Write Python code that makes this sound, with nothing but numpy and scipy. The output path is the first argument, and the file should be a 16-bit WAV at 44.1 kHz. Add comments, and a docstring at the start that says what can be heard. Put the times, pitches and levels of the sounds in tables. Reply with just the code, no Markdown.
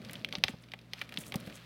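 """Stag beetles wrestling on a table

Two stag beetles fight on a woven mat on a wooden table, close to the microphone. Their jaws snap and
slip on hard shell, claws catch and scrape in the weave, and their bodies knock and bump the table.
Behind them a small room with a low electrical hum answers softly."""
import sys
import numpy as np
from scipy import signal
from scipy.fft import rfft, irfft, next_fast_len
from scipy.io import wavfile
from scipy.ndimage import uniform_filter1d

SR = 44100
rng = np.random.default_rng(int(sys.argv[2]) if len(sys.argv) > 2 else 0)


def wrap_up_sound(samples):
    """Save the sound to the file named by the first command line argument, as 16-bit audio."""
    columns = np.atleast_2d(samples).T
    # keep every value between -1 and 1, then stretch to whole-number steps
    tamed = np.clip(columns, -1, 1)
    steps = np.round(tamed * 32767).astype(np.int16)
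    wavfile.write(sys.argv[1], SR, steps)


N = 72765
T = np.arange(N) / SR
CLICK_GAIN = np.sqrt(.0025 * SR)  # gives a click of unit energy an rms of one over 2.5 ms

# Spectrum of the rumbling mat (frequency [Hz], gain [dB])
MAT_SPECTRUM = [(40, -53), (70, -8), (220, 2.5), (400, -11.5), (610, -6.5), (900, -25), (8000, -82)]
# How hard the claws drag through the weave (time [s], level [dB])
CLAW_EFFORT = [(0, -61.5), (.14, -54), (.30, -68), (.34, -49), (.415, -70), (.488, -56.5), (.56, -66.5),
               (.90, -72), (.99, -52), (1.075, -63.5), (1.19, -55.5), (1.31, -60.5), (1.35, -57.5),
               (1.65, -57)]
# Spectrum of ringing shell (frequency [Hz], gain [dB])
SHELL_SPECTRUM = [(100, -31), (600, -10), (1400, 5), (2100, 7), (2900, 2.5), (5300, -3), (6300, -6.5),
                  (7100, -30), (16000, -50)]
# Spectrum of the crack of a slipping tip (frequency [Hz], gain [dB])
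CRACK_SPECTRUM = [(2000, -36), (6000, 3.5), (10500, 10), (15500, 4.5)]


def undb(db):
    """Decibels to gain."""
    return 10 ** (np.asarray(db) / 20)


def unit_energy(x):
    """Scale to an energy of one."""
    return x / np.sqrt(np.sum(x ** 2) + 1e-20)


def unit_rms(x):
    """Scale to an rms of one."""
    return x / np.std(x)


def colour(x, points, hz=None, octaves=1., skirt=0.):
    """Filter by (frequency [Hz], gain [dB]) points and/or a broad resonance at hz on a flat skirt."""
    size = next_fast_len(len(x))
    pitch = np.log2(np.maximum(np.fft.rfftfreq(size, 1 / SR), 1))
    gain = 1
    if points is not None:
        point_hz, point_db = np.array(points, float).T
        gain = undb(np.interp(pitch, np.log2(point_hz), point_db))
    if hz is not None:
        gain = gain * (skirt + np.exp(-.5 * ((pitch - np.log2(hz)) / octaves) ** 2))
    return irfft(rfft(x, size) * gain, size)[:len(x)]


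def envelope(points):
    """Gain over time from (time [s], level [dB]) points."""
    return undb(np.interp(T, *np.array(points).T))


def burst(t, decay_s):
    """Noise that starts at t = 0 and dies away, evened out so that it has no pitch of its own."""
    fade = (t > 0) * np.exp(-np.abs(t) / decay_s)
    spectrum = rfft(rng.standard_normal(len(t)) * fade)
    power = uniform_filter1d(np.abs(spectrum) ** 2, size=max(int(len(t) / SR / decay_s / 2), 1))
    return unit_energy(irfft(spectrum / np.sqrt(power + 1e-12), len(t)) * (t > 0))


def add(out, start_s, x):
    """Mix a short sound in."""
    i = max(int(round(start_s * SR)), 0)
    out[i:i + len(x)] += x[:N - i]


def room_tone():
    """Still room air and the hum of an appliance."""
    # Tones of the hum (frequency [Hz], rms level [dB])
    hum_tones = [(59.5, -69.5), (120, -59.5), (172, -66)]
    # Spectrum of the air (frequency [Hz], gain [dB])
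    air_spectrum = [(50, -16), (170, 19), (330, 9.5), (1100, -1.5), (3000, -4.5), (7000, -17), (16000, -21)]
    hum = sum(undb(db) * np.sqrt(2) * np.sin(2 * np.pi * (hz * T + rng.random())) for hz, db in hum_tones)
    air = undb(-63) * unit_rms(colour(rng.standard_normal(N), air_spectrum))
    return hum + air


def room_reverb(x, delay_s=.0072, t60_s=.23):
    """The short diffuse answer of a small room, faint with the microphone so close to the source."""
    tail = burst(T[:SR // 2] - delay_s, t60_s / np.log(1000))
    return undb(-20.5) * signal.fftconvolve(x, tail)[:N]


def fibre_catches(per_s=5500, spread_db=2.8):
    """Dense tiny catches of claws on fibres, a few much stronger than the rest."""
    sizes = undb(spread_db * np.minimum(rng.exponential(size=N), 5))
    return (rng.random(N) < per_s / SR) * sizes * rng.choice([-1, 1], N)


def scrabble():
    """Claws rasp over the weave while the mat rumbles under shifting feet."""
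    # Spectrum of claws on the weave (frequency [Hz], gain [dB])
    rasp_spectrum = [(350, -10), (1300, 4.5), (4000, 0.5), (7000, -14.5), (16000, -19.5)]
    # Rumble under the feet (time [s], level [dB])
    shuffle = [(0, -49.5), (.37, -53), (.56, -63.5), (.90, -64.5), (1.15, -55), (1.38, -52), (1.51, -50.5),
               (1.65, -68.5)]
    rasp = unit_rms(colour(fibre_catches(), rasp_spectrum)) * envelope(CLAW_EFFORT)
    rumble = unit_rms(colour(fibre_catches(), MAT_SPECTRUM)) * envelope(shuffle)
    return rasp + rumble


def skids(snag_s=.002, snag_db=3.5):
    """A skid hisses in a broad high band that swells and fades, stuttering as it snags on threads."""
    # Claws and shell sliding over the mat (middle [s], half length [s], level [dB], centre [Hz])
    slides = [(0.494, 0.014, -58, 7460), (0.625, 0.0085, -67, 7850), (1.188, 0.0024, -42.5, 8450),
              (1.211, 0.019, -49.5, 8300), (1.267, .003, -50.5, 10500), (1.276, 0.029, -55, 8140),
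              (1.404, 0.0026, -53, 8750), (1.472, 0.019, -60, 9700), (1.555, 0.021, -56, 7040)]
    out = np.zeros(N)
    for at, half_s, db, hz in slides:
        grip = unit_rms(uniform_filter1d(rng.standard_normal(N), size=int(snag_s * SR)))
        snags = undb(snag_db * grip.clip(-2, 2))
        hiss = colour(rng.standard_normal(N), None, hz, octaves=.44, skirt=.27)
        swell = np.exp(-((T - at) / half_s) ** 2)
        out += undb(db) * swell * unit_rms(snags * hiss)
    return out


def claw_ticks(per_s=75, decay_s=.00081):
    """Single claws catch and let go at random, each at its own pitch, louder as the legs push harder."""
    out, effort = np.zeros(N), envelope(CLAW_EFFORT)
    t = T[:SR // 50] - T[SR // 400]
    count = int(per_s * N / SR)
    for place, (size, pitch) in zip(rng.random(count), rng.standard_normal((count, 2)).clip(-2, 2)):
        i = int(place * N)
        hz = 3200 * 2 ** (.42 * pitch)
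        ring = unit_energy(colour(burst(t, decay_s), SHELL_SPECTRUM, hz, octaves=.3, skirt=.16))
        crack = undb(-14) * unit_energy(colour(burst(t, decay_s), CRACK_SPECTRUM))
        strength = effort[i] * undb(2 + 2 * size)
        add(out, i / SR, CLICK_GAIN * strength * (ring + crack))
    return out


def body_thumps(rise_s=.003, slap_decay_s=.0093):
    """A body lands on the mat: a couple of low, damped cycles of the table and a soft slap."""
    # Bumps on the table (time [s], level [dB], pitch [Hz])
    bumps = [(0.380, -37, 179), (0.447, -35.5, 121), (0.494, -37, 244), (0.537, -38, 160),
             (1.182, -36, 182), (1.355, -26.5, 170), (1.474, -33.5, 185)]
    out, t = np.zeros(N), T[:SR // 10]
    swell = t / rise_s * np.exp(1 - t / rise_s)
    slap_shape = np.exp(-t / slap_decay_s) * np.minimum(t / rise_s, 1)
    for at, db, hz in bumps:
        slap = unit_rms(colour(rng.standard_normal(len(t)), MAT_SPECTRUM)) * slap_shape
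        thud = swell * np.sin(2 * np.pi * hz * t)
        add(out, at, undb(db) * (undb(-6) * slap - thud))
    return out


def table_knocks(t60_s=.049):
    """The wooden top rings briefly, a little differently at each strike, duller under a soft blow."""
    # Legs and bodies striking the wood through the mat (time [s], peak level [dB])
    blows = [(0.335, -33), (0.352, -33), (0.4383, -24), (0.484, -31), (.5365, -40.5), (0.737, -35.5),
             (0.934, -38), (1.0162, -33.5), (1.124, -41), (1.3213, -34), (1.3433, -28), (1.351, -35)]
    # Modes of the table top (frequency [Hz], relative level [dB])
    modes = [(400, -3), (565, 0), (770, 3), (880, 0.5), (1130, -1.5), (1250, -2)]
    out, t = np.zeros(N), T[:SR // 10]
    hardest_db = max(db for at, db in blows)
    decay = np.exp(-np.log(1000) * t / t60_s)
    for at, db in blows:
        tilt_db_per_octave = .21 * (db - hardest_db)
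        ring = np.zeros(len(t))
        for hz, mode_db in modes:
            gain = undb(mode_db + tilt_db_per_octave * np.log2(hz / modes[0][0]))
            ring += gain * np.sin(2 * np.pi * (hz * t + rng.random()))
        add(out, at, undb(db) * ring / np.abs(ring).max() * decay)
    return out


def jaw_snaps(chatter_s=.0026, lag_s=.0006):
    """Each snap is one sharp push and a few ms of chatter that ring the shell, with a thin crack on top."""
    # Snaps of jaws and claws (time [s], ring level [dB], centre [Hz], width [octaves], crack level [dB])
    snaps = [ (0.0489, -44.5, 4330, 0.55, -56), (0.0965, -39.5, 2390, 0.71, -62),
             (0.111, -71, 3000, .8, -49), (0.133, -46.5, 3900, 1, -41.5), (0.1554, -38.5, 3350, 0.27, -64),
             (0.2472, -26, 3060, 0.36, -50), (0.2884, -42.5, 2760, 0.87, -57.5),
             (0.3262, -31.5, 3400, 0.43, -54.5), (0.3534, -29, 4040, 0.47, -65),
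             (0.3845, -45, 2800, 0.65, -55), (0.4387, -15, 3640, 0.54, -37),
             (0.483, -28.5, 2920, 0.75, -51), (0.6389, -52.5, 4230, 0.85, -68),
             (0.6868, -54.5, 3160, 0.68, -80), (0.7188, -42, 3500, 0.51, -62),
             (0.737, -34.5, 2530, 0.47, -57.5), (0.7903, -49, 3300, 0.51, -67.5),
             (0.8142, -58.5, 4570, 0.45, -70), (0.9347, -31, 3800, 0.58, -49),
             (1.0147, -32, 2750, 0.33, -51.5), (1.0173, -32, 2400, 0.63, -52),
             (1.0923, -44.5, 2900, 0.82, -56), (1.1234, -41, 2550, 0.5, -56),
             (1.1409, -43, 3160, 0.68, -54), (1.174, -28, 3460, 0.29, -52.5),
             (1.3222, -34.5, 3030, 0.52, -51.5), (1.342, -34.5, 2900, 0.53, -46.5),
             (1.3576, -41.5, 5650, 0.41, -39), (1.474, -45, 2510, 0.9, -63), (1.499, -48, 3830, 1, -64.5)]
    # Light contacts skid, hard snaps let go cleanly (ring level [dB], chatter relative to the push [dB])
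    chatter_levels = [(-36, 1), (-27, -6)]
    t = T[:SR // 20] - T[SR // 200]
    out, push = np.zeros(N), 1. * (t == 0)
    for at, ring_db, hz, octaves, crack_db in snaps:
        chatter_db = np.interp(ring_db, *np.array(chatter_levels).T)
        blow = push + undb(chatter_db) * burst(t - lag_s, chatter_s)
        ring = unit_energy(colour(blow, SHELL_SPECTRUM, hz, octaves, skirt=.16))
        slip = push + undb(-1) * burst(t, chatter_s)
        crack = unit_energy(colour(slip, CRACK_SPECTRUM))
        add(out, at + t[0], CLICK_GAIN * (undb(ring_db) * ring + undb(crack_db) * crack))
    return out


def scene():
    """The fight close to one microphone, with the room behind it."""
    fight = jaw_snaps() + table_knocks() + body_thumps() + scrabble() + skids() + claw_ticks()
    return (fight + room_reverb(fight) + room_tone())[None]


def record(dry):
    """The recorder cuts the deep bass and the highest treble."""
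    low_cut = signal.butter(4, 42.4, "high", fs=SR, output="sos")
    high_cut = signal.ellip(10, .2, 70, 16200, fs=SR, output="sos")
    return signal.sosfilt(high_cut, signal.sosfilt(low_cut, dry))


dry = scene()
out = record(dry)
wrap_up_sound(out)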